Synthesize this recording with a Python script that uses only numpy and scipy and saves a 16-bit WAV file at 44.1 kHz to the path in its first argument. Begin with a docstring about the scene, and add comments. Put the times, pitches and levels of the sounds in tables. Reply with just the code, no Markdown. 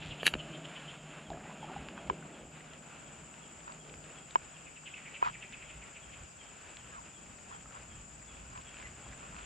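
"""Insects hum high in the reeds of a still swamp pond, their wings ringing in narrow bands.
A cricket starts up on the left, one tone per wing stroke, and far birds pip and chatter.
An angler's reel snaps shut, gear knocks and rubs on the microphone housing, dry stems and cloth
rustle, and air pockets ring as something plops in the water. Behind it all a distant motor
drones and fades, another hums on, and a light breeze stirs the leaves."""
import sys
import numpy as np
from scipy import signal
from scipy.fft import rfft, irfft
from scipy.io import wavfile
from scipy.ndimage import uniform_filter1d

SR = 44100
rng = np.random.default_rng(int(sys.argv[2]) if len(sys.argv) > 2 else 0)


def unload_audio(sound):
    """Save the sound as a 16-bit wav file, at the path given as the first command line argument."""
    columns = np.transpose(np.atleast_2d(sound))
    # keep every value between -1 and 1, then stretch to whole-number steps
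    steps = np.round(np.clip(columns, -1, 1) * 32767)
    wavfile.write(sys.argv[1], SR, steps.astype(np.int16))


N = 416744
T = np.arange(N) / SR

# Table levels are relative: the functions add their own gain. Ring time is the time to fade by 60 dB.
# Kinds of insect. Each row: pitch in Hz, band width in Hz, level in dB, lean to the left in dB,
# pulses per second, pulse depth from 0 to 1.
INSECT_BANDS = [(7140, 450, -5, 13, 23, 0.34), (7190, 520, -4.5, -12, 90, 0.33),
                (6920, 500, -8.5, 19, 59.9, 0.2), (7570, 320, -13.5, 26.5, 120, 0.2),
                (5050, 1400, -11, 7, 16, 0.13), (9060, 730, -20, 2, 19.95, 0.1),
                (8080, 460, -15, 8, 30, .2)]
# How loud the insects are together. Each row: time in seconds, level in dB.
CHORUS_LEVEL = [(0, -64.5), (.6, -62.5), (2.3, -64.5), (3.4, -61.5), (6.5, -61), (9.45, -59.5)]
# The near cricket warms up, then holds steady. 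Each row: time in seconds, level in dB.
CRICKET_LEVEL = [(0, -81), (1.85, -68), (2.1, -56), (2.8, -51.5), (4.1, -49), (5.3, -52), (9.45, -51)]
# The near cricket's rests. Each entry: middle of the rest in seconds.
CRICKET_RESTS = [2.705, 3.825]
# Far crickets. Each row: pitch in Hz, level against the chorus in dB, chirps per second,
# lean to the left in dB, chirp length in beats, time of one chirp in seconds.
FAR_CRICKET_SONGS = [(8280, -11.5, 15.0, -4, .8, .02), (8100, -12.5, 15.6, 14, 0.65, 0.2),
                     (6080, -20, 31, 11.5, 1.3, 0), (4820, -17.5, 2.65, 11, .45, 7.05)]
# The chattering birds' notes. Each row: middle in seconds, level in dB, pitch in Hz,
# fall in Hz (negative rises), roughness (0 is pure), length in seconds.
CHATTER_NOTES = [(.023, -46, 3040, 600, 1.1, 0.046), (.12, -42, 2895, 1100, 0.7, .052),
                 (0.207, -41, 3100, -300, 0.6, 0.038), (0.401, -40, 2990, 350, 0.5, 0.043),
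                 (.549, -47.5, 3110, -150, .7, 0.073), (.654, -43, 3000, 100, 0.66, 0.033),
                 (0.769, -44, 3040, 102, .64, 0.046), (0.898, -45.5, 3125, -150, 0.86, 0.066),
                 (4.572, -55, 2710, 600, .7, .052), (4.671, -50, 2485, 600, 0.6, 0.056),
                 (4.772, -49, 2610, 900, 0.7, 0.04), (4.875, -44, 2660, 1100, 0.8, 0.054),
                 (4.944, -42, 2620, -600, 0.3, 0.02), (4.979, -47, 2350, 950, 0.94, .07),
                 (5.071, -45, 2340, 797, 0.75, .052), (5.159, -42.5, 2600, 900, 1, .052),
                 (5.347, -47, 2370, 898, 0.83, .052), (5.433, -44.5, 2550, 1103, .7, 0.061),
                 (5.539, -44.5, 2606, 902, 0.9, .052), (5.631, -48, 2380, 1000, 0.75, .052),
                 (5.702, -49.5, 2690, 600, 0.8, .052), (5.829, -48.5, 2350, 1100, .8, .052),
                 (5.967, -48.5, 2540, 700, .7, .052), (6.135, -50, 2716, 500, 1, .052)]
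# Hits inside the reel. Each row: start in seconds, level in dB, brightness in Hz.
REEL_HITS = [(0.231, -5, 660), (0.2327, -8, 600), (0.2562, -24, 3500), (0.2628, -22, 3000),
             (0.2661, -12.5, 6000), (0.2666, -10.5, 10000), (0.2671, -11, 4040), (0.2687, -21, 8000),
             (0.2736, -26, 8000), (0.2742, -21, 5000), (0.2778, -11, 3400), (0.2863, -31, 3000),
             (.3380, -19, 2600), (0.3393, -9, 1210), (0.34, -10, 696), (0.3523, 9, 170)]
# How the reel's frame rings. Each row: pitch in Hz, level in dB, ring time in seconds.
REEL_MODES = [(298, -34, 0.0089), (860, -17, 0.004), (1100, -24, 0.0033), (1730, -4.5, 0.0088),
              (2280, -3, 0.0068), (2770, 5, 0.0071), (3250, -1.5, 0.0074), (3860, -12, 0.02),
              (4550, -8.5, 0.013), (5600, -14.5, 0.0054), (6600, -5, 0.0031), (10440, 1, 0.0013)]
# Knocks on the housing. Each row: start in seconds, level in dB, brightness in Hz.
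HOUSING_KNOCKS = [(2.0988, -15, 2620), (4.3567, -13, 2630), (5.2264, -14.5, 1910)]
# How the housing rings. Each row: pitch in Hz, level in dB, ring time in seconds.
HOUSING_MODES = [(420, -29, 0.038), (780, -21, .014), (1001, 7, 0.02), (1410, -12, 0.022),
                 (1560, -4, 0.011), (1870, -33, .016), (2230, -17, 0.042), (3070, -11, 0.02),
                 (3420, -18, 0.0067), (5600, -21, 0.014)]
# The jolt of the whole device. Each row: pitch in Hz, level in dB, ring time in seconds.
JOLT_MODES = [(373, -25.5, 0.022)]
# Clothing rubs the housing. Each row: middle in seconds, level in dB, length in seconds.
CLOTH_RUBS = [(2.266, -50, 0.037), (3.69, -45.5, 0.046), (5.266, -34.5, 0.046), (6.967, -50, 0.055),
              (7.535, -46.5, 0.057), (7.761, -49, 0.037), (8.57, -48, 0.057), (9.24, -50, 0.044),
              (9.376, -49, 0.088)]
# Rubbing squeaks. Each row: middle in seconds, level in dB, length in seconds, pitch in Hz, glide in Hz.
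RUB_SQUEAKS = [(5.241, -40, 0.01, 2520, -90), (5.253, -39, .005, 2400, 0), (5.247, -36, .008, 1320, 63),
               (5.269, -25.5, .011, 983, 4), (5.29, -38, 0.009, 1310, 0), (6.978, -48, .055, 1080, -320),
               (6.95, -52, .05, 1510, -450), (8.583, -47, 0.0242, 982, 82), (8.802, -49, .028, 1020, 66),
               (8.863, -49, 0.038, 2020, 160), (9.39, -46, 0.014, 1290, 62)]
# Plops. Each row: start in seconds, level in dB, starting pitch in Hz, thud against the ring in dB.
WATER_PLOPS = [(1.303, -35.5, 773, -4), (1.316, -35, 653, -4), (1.332, -43, 1650, -20),
               (1.344, -43, 668, 2), (1.371, -43, 700, -2), (1.3735, -46, 1250, -12), (1.454, -44, 804, -8),
               (1.497, -45, 950, -10), (1.512, -45, 980, -15), (1.629, -37.5, 847, -9),
               (1.643, -40, 821, -12), (1.688, -45, 1080, -6), (1.697, -41, 860, -4), (1.715, -39, 740, -5),
               (1.763, -34.5, 785, -9), (1.982, -46, 1130, -10), (2.225, -45.5, 1450, -20),
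               (7.513, -48, 1016, -10), (7.658, -46, 1262, -20), (7.768, -53, 1016, -12)]
# Stems and cloth rustle. Each row: middle in seconds, level in dB, length in seconds, pitch in Hz.
CLEAR_RUSTLES = [(0.035, -52.5, 0.18, 2550), (0.746, -59.5, 0.23, 1820), (1.339, -51, 0.043, 580),
                 (1.45, -56.5, 0.1, 1540), (1.72, -54, 0.068, 1100), (1.981, -47, 0.018, 1080),
                 (2.123, -47, 0.037, 347), (2.315, -63, .06, 1500), (2.366, -55.5, 0.13, 382),
                 (3.957, -59, 0.23, 390), (5.263, -52, 0.04, 2300), (6.962, -61, .06, 2200),
                 (7.73, -61, 0.08, 1217), (8.815, -57.5, 0.15, 2050), (9.068, -57, 0.038, 800),
                 (9.12, -58, .06, 1700), (9.40, -57, 0.066, 2220)]
# Dry stems tick. Each row: start in seconds, level in dB, factor on the stem's pitches.
STEM_TICKS = [(.6548, -39, 0.98), (.8613, -41, .8), (1.3026, -40, 1.17), (1.8863, -30.5, 0.85),
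              (2.735, -39.5, 1), (3.341, -40, 0.88), (3.722, -45, 1.4), (3.94, -37, 0.82),
              (4.041, -44, 1.1), (4.3087, -39, 1.16), (5.219, -38, 0.7), (5.26, -33, 0.76),
              (5.2655, -35, 0.78), (5.2837, -35, 0.9), (5.294, -42, .85), (5.525, -40, 1.1),
              (6.7698, -38, .98), (6.7708, -41, 1.2), (7.26, -45, 0.7), (7.658, -42, 0.56),
              (7.71, -39, .45), (7.723, -41, .85), (7.768, -45, .55), (8.556, -42, 0.8), (8.577, -38, 0.89),
              (8.743, -38, 0.8), (8.769, -40, 0.89), (8.7997, -39, 0.84), (8.826, -42, 0.72),
              (8.871, -41, .8), (9.088, -44, 1.05), (9.125, -42, 0.61), (9.345, -41, 0.59),
              (9.365, -37, 0.83), (9.388, -43, 0.83)]
# How a dry stem rings. Each row: pitch in Hz, level in dB, ring time in seconds.
STEM_MODES = [(1830, 6.5, 0.0056), (2500, 3.5, .007), (3200, 8.5, 0.0056), (4500, 0, 0.0022),
              (5550, -5, 0.0049), (8900, -17, 0.0034)]
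# How loud the motor's dull noise is. Each row: time in seconds, level in dB.
WASH_LEVEL = [(0, -52.5), (.6, -55), (1.05, -57.5), (1.4, -52), (2.1, -51), (2.6, -58), (4.0, -60),
              (4.6, -63), (5.8, -61.5), (6.3, -65.5), (7.4, -61.5), (8.6, -64.5), (9.2, -60), (9.45, -61)]
# The colour of that noise. Each row: frequency in Hz, level in dB.
WASH_SPECTRUM = [(76, -48), (130, -8.5), (157, -1.5), (231, -4), (289, -8), (510, -14.5), (592, -8.5),
                 (960, -16.5), (1200, -45), (1560, -62), (2640, -120)]
# The second engine. Each row: time in seconds, pitch in Hz, note level in dB, throb level in dB.
ENGINE_RUN = [(0, 134, -78, -86), (2.7, 131, -72, -81), (3.6, 127.2, -70, -68), (4.9, 126, -68, -73),
              (5.3, 122, -63, -66), (6.1, 120, -66, -61), (6.6, 119.9, -71.5, -81),
              (7.3, 120.6, -64.5, -64), (8.3, 126.7, -66.5, -66), (9.1, 132.6, -63, -57),
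              (9.45, 131, -66, -55)]
# Moving air. Each row: time in seconds, rumble level in dB, leaf level in dB.
BREEZE_LEVELS = [(0, -60.5, -57), (.75, -68.5, -56), (1.1, -65, -58.5), (1.9, -66, -56.5),
                 (2.7, -69.5, -61), (4.3, -67, -60.5), (4.95, -69, -60.5), (5.7, -66, -61.5),
                 (6.8, -66.5, -60.5), (8.1, -62.5, -62.5), (9.1, -60.5, -59), (9.45, -59, -59.5)]
# Soft low thumps as the recorder is handled. Each row: middle in seconds, level in dB.
HANDLING_BUMPS = [(.1, -54), (.36, -53), (1.32, -60), (1.8, -54), (2.11, -54), (2.45, -61), (4.42, -63),
                  (5.76, -60), (3.97, -60), (5.29, -58), (6.22, -57.5), (7.99, -55), (9.09, -54),
                  (9.32, -56)]
# Open air from all around. Each row: frequency in Hz, level in dB.
OPEN_AIR_SPECTRUM = [(30, -19), (100, -10.5), (160, -5), (475, -11.5), (800, -5.5), (1300, -6), (1710, -11),
                     (2900, -14), (4100, -28), (5000, -28), (6000, -27), (8500, -17), (11000, -44),
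                     (15000, -37)]
# Stereo spread. Each row: time in seconds, width from 0 (mono) to 1 (full).
STEREO_WIDTH = [(0, 0.0083), (1.9, 0.0085), (2.09, 0.44), (3.0, 0.85)]


def insect_chorus():
    """Many wings ring in narrow bands, each kind pulsing at its own rate."""
    level, = in_time(CHORUS_LEVEL)
    out = 0
    for hz, width_hz, db, pan_db, per_s, depth in INSECT_BANDS:
        white = rng.standard_normal((3, N))   # left, right and shared
        wings = resonate(white[2] + white[:2], hz, width_hz)
        pulse = 1 + depth * np.sin(2 * np.pi * per_s * T + 0.94 * drift(1.86))
        out = out + panned(wings * pulse * from_db(db), pan_db)
    return out * from_db(level)


def crickets(rest_s=.14):
    """One cricket sings close on the left; others, far off, swell with the chorus."""
    level, = in_time(CRICKET_LEVEL)
    chorus_db, = in_time(CHORUS_LEVEL)
    singing = np.all([abs(T - s) > rest_s / 2 for s in CRICKET_RESTS], axis=0)
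    song = chirps(hz=7728, per_s=15.125, chirp_s=3.131, fall_hz=150, duty=0.55, rough=0.07, waver_hz=10)
    near = singing * from_db(level - 8.5) * song
    out = panned(trees(near, wet_db=-12, t60=0.19), pan_db=15)
    for hz, db, per_s, pan_db, duty, chirp_s in FAR_CRICKET_SONGS:
        far = chirps(hz, per_s, chirp_s, fall_hz=70, duty=duty, rough=0.34, waver_hz=35)
        out = out + panned(from_db(chorus_db + db + 1.7 * drift(3.05)) * far, pan_db)
    return out


def chirps(hz, per_s, chirp_s, fall_hz, duty, rough, waver_hz):
    """Each wing stroke makes one nearly pure tone, which sinks as the wing slows."""
    stroke = ((T - chirp_s) * per_s + .5) % 1 - .5   # 0 in the middle of each stroke
    pitch = hz - fall_hz * stroke / duty + waver_hz * drift(90)
    swell = np.exp(-2 * (2 * stroke / duty) ** 2)
    unevenness = (1 + rough * drift(200)) * from_db(.6 * drift(9.9))
    return swell * unevenness * tone(pitch)


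def pipping_bird(count=23, first_s=1.234, gap_s=.3605, slowing_s=.00106, end_hz=3140, drop_hz=330):
    """A far bird repeats a hoarse, dropping whistle ever more slowly; the far bank echoes it."""
    out, k = np.zeros(N), np.arange(count)
    progress = np.linspace(0, 1, int(0.0684 * SR))
    times = first_s + gap_s * k + slowing_s * k * (k - 1) / 2
    for s, (sharp, strong, steep) in zip(times, rng.standard_normal((count, 3))):
        db = -61.2 + 4.5 * np.exp((first_s - s) / 0.92) + 1.5 * strong   # it starts out stronger
        waver = 70 * rms_one(uniform_filter1d(rng.standard_normal(len(progress)), size=60))
        drop = drop_hz * (1 + .2 * steep) * (1 - progress) ** 1.4
        pitch = end_hz * (1 + 0.004 * sharp) + drop + waver
        add(out, s, from_db(db) * np.sin(np.pi * progress) * tone(pitch))
    out *= from_db(2.5 * drift(140))   # the level flutters
    echo = from_db(-9) * delayed(out, .055)
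    return trees(out + echo, wet_db=-6.5, t60=.5)


def chattering_birds(rasp_hz=330, upper_ratio=1.42):
    """A fast, uneven flutter shakes each whistle into a harsh note, with a faint second voice above."""
    out = np.zeros(N)
    shake = tone(rasp_hz * (1 + .25 * drift(300)))
    jitter = 1.1 * shake + 1.15 * drift(800)   # flutter and hoarseness, in radians
    for s, db, hz, fall_hz, rough, length in CHATTER_NOTES:
        progress = np.linspace(0, 1, int(length * SR))
        start = max(int((s - length / 2) * SR), 0)
        part = slice(start, start + len(progress))
        phase = 2 * np.pi * np.cumsum(hz + fall_hz * (.5 - progress)) / SR + rough * jitter[part]
        voices = np.sin(phase) + from_db(-20) * np.sin(upper_ratio * phase)
        swell = np.sin(np.pi * progress) ** 1.6 * (1 + 0.41 * rough * shake[part])
        out[part] += from_db(db) * swell * voices
    out *= from_db(2 * drift(220))   # the level flickers
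    far = filtered(out, "lowpass", hz=4000, order=3)   # leaves soak up the treble
    return trees(far, wet_db=-5, t60=0.94)


def reel(scrape_s=0.2703, rebound_s=.0026, rebound_loss_db=17):
    """The reel's catch slides and snaps home, each hit bouncing once; the small frame gives no bass."""
    scrape = from_db(-45) * rng.standard_normal(N) * np.exp(-abs((T - scrape_s) / 0.01) ** 0.83)
    rebounds = [(s + rebound_s * rng.uniform(0.71, 1.28), db - rebound_loss_db, cut_hz)
                for s, db, cut_hz in REEL_HITS]
    frame = ring(from_db(-1) * contacts(REEL_HITS + rebounds) + scrape, REEL_MODES)
    return filtered(frame, "highpass", hz=210, order=4)


def housing(port_lag_s=.00008):
    """Knocks and rubs flex the microphone housing, pushing its two openings in opposite directions."""
    pressure = sum(from_db(db) * bump(s, length) for s, db, length in CLOTH_RUBS)
    friction = noise([(150, -17), (600, -5), (1000, 10.5), (1350, 6.5), (1900, -3), (3000, -16),
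                      (4500, -24), (12000, -65)])
    rub = rms_one(friction * from_db(3 * drift(250)))
    knocks = contacts(HOUSING_KNOCKS)
    shell = ring(knocks, HOUSING_MODES) + pressure * rub + squeaks()
    shell = filtered(shell, "highpass", hz=330, order=4)   # a small stiff shell gives no bass
    return np.array([-delayed(shell, port_lag_s), shell]) + ring(knocks, JOLT_MODES)


def squeaks(waver_hz=50):
    """Where a rub sticks and slips evenly, it sings briefly on one gliding note."""
    out, waver = np.zeros(N), waver_hz * drift(250)
    for s, db, length, hz, glide_hz in RUB_SQUEAKS:
        near = abs(T - s) < 2 * length
        offset = (T[near] - s) / length
        pitch = hz + glide_hz * offset + waver[near]
        out[near] += from_db(db) * np.exp(-2 * offset ** 2) * tone(pitch)
    return out * from_db(3 * drift(300))


def plops(ring_cycles=30, rise=1.7, attack_s=0.00047, thud_hz=380, thud_t60=0.017):
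    """A touch on the water thuds, and an air pocket rings with rising pitch; small ones die soonest."""
    out, t = np.zeros(N), T[:SR // 10]
    thud = np.sin(2 * np.pi * thud_hz * t) * from_db(-60 * t / thud_t60)
    onset = 1 - np.exp(-t / attack_s)
    for s, db, hz, thud_db in WATER_PLOPS:
        pocket = from_db(-60 * t * hz / ring_cycles) * np.sin(2 * np.pi * hz * (t + rise * t * t))
        add(out, s, from_db(db + 4) * onset * (pocket + from_db(thud_db) * thud))
    return trees(out, wet_db=-13, t60=0.25)


def rustles(slips_per_s=500):
    """Each rustle of stems or cloth is a swarm of tiny slips of uneven size."""
    out, t = np.zeros(N), T[:SR // 2] - .25
    for s, db, length, hz in CLEAR_RUSTLES + faint_rustles():
        slips = rng.standard_normal(len(t)) * (0.032 + (rng.random(len(t)) < slips_per_s / SR))
        burst = resonate(slips, hz, width_hz=0.72 * hz) * np.exp(-2 * (t / length) ** 2)
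        add(out, s + t[0], from_db(db) * burst[s + t >= 0])
    return filtered(out, "lowpass", hz=6500, order=2)


def faint_rustles(count=30, db=-60, length_s=0.014, hz=1810, spread_octaves=0.29):
    """Small stirrings come at random, as rows like those of CLEAR_RUSTLES."""
    times = (np.arange(count) + rng.random(count)) * T[-1] / count
    return [(s, db + strong, length_s, hz * 2 ** (spread_octaves * bright))
            for s, (strong, bright) in zip(times, rng.standard_normal((count, 2)))]


def stem_ticks(faint_count=36):
    """Dry stems tick now and then, with fainter ticks at random; thicker stems ring lower."""
    out = np.zeros(N)
    faint = [(when * T[-1], -57 + 12 * strong, .5 + 0.66 * thin)
             for when, strong, thin in rng.random((faint_count, 3))]
    for s, db, ratio in STEM_TICKS + faint:
        snap = from_db(db - 9) * signal.unit_impulse(SR // 20)
        add(out, s, ring(snap, [(hz * ratio, level, t60) for hz, level, t60 in STEM_MODES]))
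    return trees(out, wet_db=-10, t60=.1)


def fading_motor(hz=152.5, width_hz=18, waver_hz=2.5, fade_db_per_s=3):
    """A motor moves away, its note smeared by distance, over dull noise; one surge adds overtones."""
    wash_db, = in_time(WASH_LEVEL)
    fade = from_db(-50.5 - fade_db_per_s * T)
    white = rng.standard_normal(N)
    note = from_db(-5 + 2 * drift(3.5)) * tone(hz + waver_hz * drift(4))
    smear = from_db(-4) * resonate(white, hz, width_hz)
    overtones = resonate(white, 2 * hz, 4 * width_hz) + resonate(white, 4 * hz, 6 * width_hz)
    surge = from_db(-54) * bump(s=0.53, length=0.33)
    wash = from_db(wash_db + 1) * noise(WASH_SPECTRUM)
    return fade * (note + smear) + surge * overtones + wash


def labouring_engine(throb_hz=54, waver_db=2.5):
    """A second engine slows, then picks up, over a deep throb; both levels waver with the distance."""
    hz, note_db, throb_db = in_time(ENGINE_RUN)
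    note = from_db(note_db + waver_db * drift(4.5)) * tone(hz)
    throb = from_db(throb_db + waver_db * drift(5)) * tone(throb_hz + 1.43 * drift(6))
    return note + throb


def air_and_handling(bump_s=0.05):
    """Air rumbles and stirs far leaves over a thin, wide hiss; handling adds soft low thumps."""
    rumble_db, leaves_db = in_time(BREEZE_LEVELS)
    bumps = sum(from_db(db) * bump(s, bump_s) for s, db in HANDLING_BUMPS)
    push = from_db(rumble_db + 2.5 * drift(12)) + bumps
    rumble = noise([(10, -43), (30, -12), (55, -1.5), (72, -2.5), (125, -9), (200, -13), (400, -27),
                    (900, -68)])
    leaves = noise([(100, -22), (250, 1.5), (500, 4.5), (1000, 3), (1400, 6.5), (2000, 1), (2650, 7),
                    (3200, -0.5), (4000, -9), (6000, -23.5), (9500, -15.5), (12000, -48)])
    hiss = from_db(-76) * noise([(300, 3), (9000, -5.5), (11000, -31), (15000, -4.5)])
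    wide = from_db(-59 + drift(16)) * noise(OPEN_AIR_SPECTRUM) * [[1], [-1]]   # opposite in each ear
    breeze = from_db(leaves_db + 3 + 1.73 * drift(16))
    return from_db(2) * push * rumble + breeze * leaves + hiss + wide


def trees(x, wet_db, t60):
    """Trees round the pond scatter a sound into a fading tail, different on each side."""
    t = T[:SR]
    tail = rng.standard_normal((3, SR)) * from_db(-60 * t / t60) * (t > .015)
    tail = tail[:2] * .5 + tail[2]
    tail /= np.sqrt(np.sum(tail ** 2, axis=1, keepdims=True))
    return x + from_db(wet_db) * signal.fftconvolve([x], tail, axes=1)[:, :N]


def contacts(rows):
    """Each hit is a rounded push; a softer, duller one lasts longer."""
    out, t = np.zeros(N), T[1:SR // 100]
    for s, db, cut_hz in rows:
        push = t * np.exp(-2 * np.pi * cut_hz * t)
        add(out, s, from_db(db) * push / push.sum())
    return out


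def ring(force, modes):
    """A force sets a body's own tones (modes) ringing; neighbours swing in opposite directions."""
    out = 0
    for k, (hz, db, t60) in enumerate(modes):
        decay, angle = from_db(-60 / (t60 * SR)), 2 * np.pi * hz / SR
        feedback = [1, -2 * decay * np.cos(angle), decay * decay]
        out = out + (-1) ** k * from_db(db) * signal.lfilter([0, np.sin(angle)], feedback, force + 1e-18)
    return out


def resonate(x, hz, width_hz):
    """Keep one band of a sound by passing it twice through a resonance; strength 1."""
    r = np.exp(-np.pi * width_hz / SR)
    section = [1 - r, 0, r - 1, 1, -2 * r * np.cos(2 * np.pi * hz / SR), r * r]
    return rms_one(signal.sosfilt([section, section], x))


def noise(spectrum):
    """Steady noise of strength 1, coloured by pairs of frequency in Hz and level in dB."""
    hz, db = np.transpose(spectrum)
    bins_hz = np.fft.rfftfreq(N, 1 / SR) + 1
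    gain = from_db(np.interp(np.log(bins_hz), np.log(hz), db))
    return rms_one(irfft(rfft(rng.standard_normal(N)) * gain, N))


def drift(per_s):
    """A random wander of strength 1 that turns per_s times a second."""
    knots = rng.standard_normal(int(N / SR * per_s) + 3)
    return rms_one(np.interp(T * per_s, np.arange(len(knots)), knots))


def bump(s, length):
    """A smooth swell of height 1 around time s."""
    out, near = np.zeros(N), abs(T - s) < 2 * length
    out[near] = np.exp(-2 * ((T[near] - s) / length) ** 2)
    return out


def tone(hz):
    """A pure tone that follows a changing pitch."""
    return np.sin(2 * np.pi * np.cumsum(hz) / SR)


def filtered(x, kind, hz, order):
    return signal.sosfilt(signal.butter(order, hz, kind, fs=SR, output="sos"), x)


def delayed(x, s):
    return np.interp(T - s, T, x)


def from_db(db):
    return 10 ** (np.asarray(db) / 20)


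def rms_one(x):
    """Scale a signal to an average strength (rms) of 1."""
    return x / np.sqrt(np.mean(x ** 2) + 1e-20)


def in_time(rows):
    """Join a table's timed rows with straight lines, giving one curve per value column."""
    s, *columns = np.transpose(rows)
    return [np.interp(T, s, column) for column in columns]


def panned(x, pan_db):
    return x * from_db([[pan_db / 2], [-pan_db / 2]])


def add(out, s, x):
    """Lay a short sound into a track at time s."""
    i = max(int(s * SR), 0)
    out[i:i + len(x)] += x[:N - i]


def scene():
    """Wildlife, the angler and the water sound over the air and two far engines."""
    wildlife = insect_chorus() + crickets() + pipping_bird() + chattering_birds()
    angler = reel() + housing() + rustles() + stem_ticks()
    background = air_and_handling() + fading_motor() + labouring_engine()
    return wildlife + angler + plops() + background


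def record(dry, cutoff_hz=15000):
    """The sound opens from nearly mono to stereo, and the highest treble is cut."""
    width, = in_time(STEREO_WIDTH)
    mid = dry.mean(axis=0)
    treble_cut = signal.ellip(10, .1, 80, cutoff_hz, fs=SR, output="sos")
    return signal.sosfilt(treble_cut, mid + width * (dry - mid))


dry = scene()
out = record(dry)
unload_audio(out)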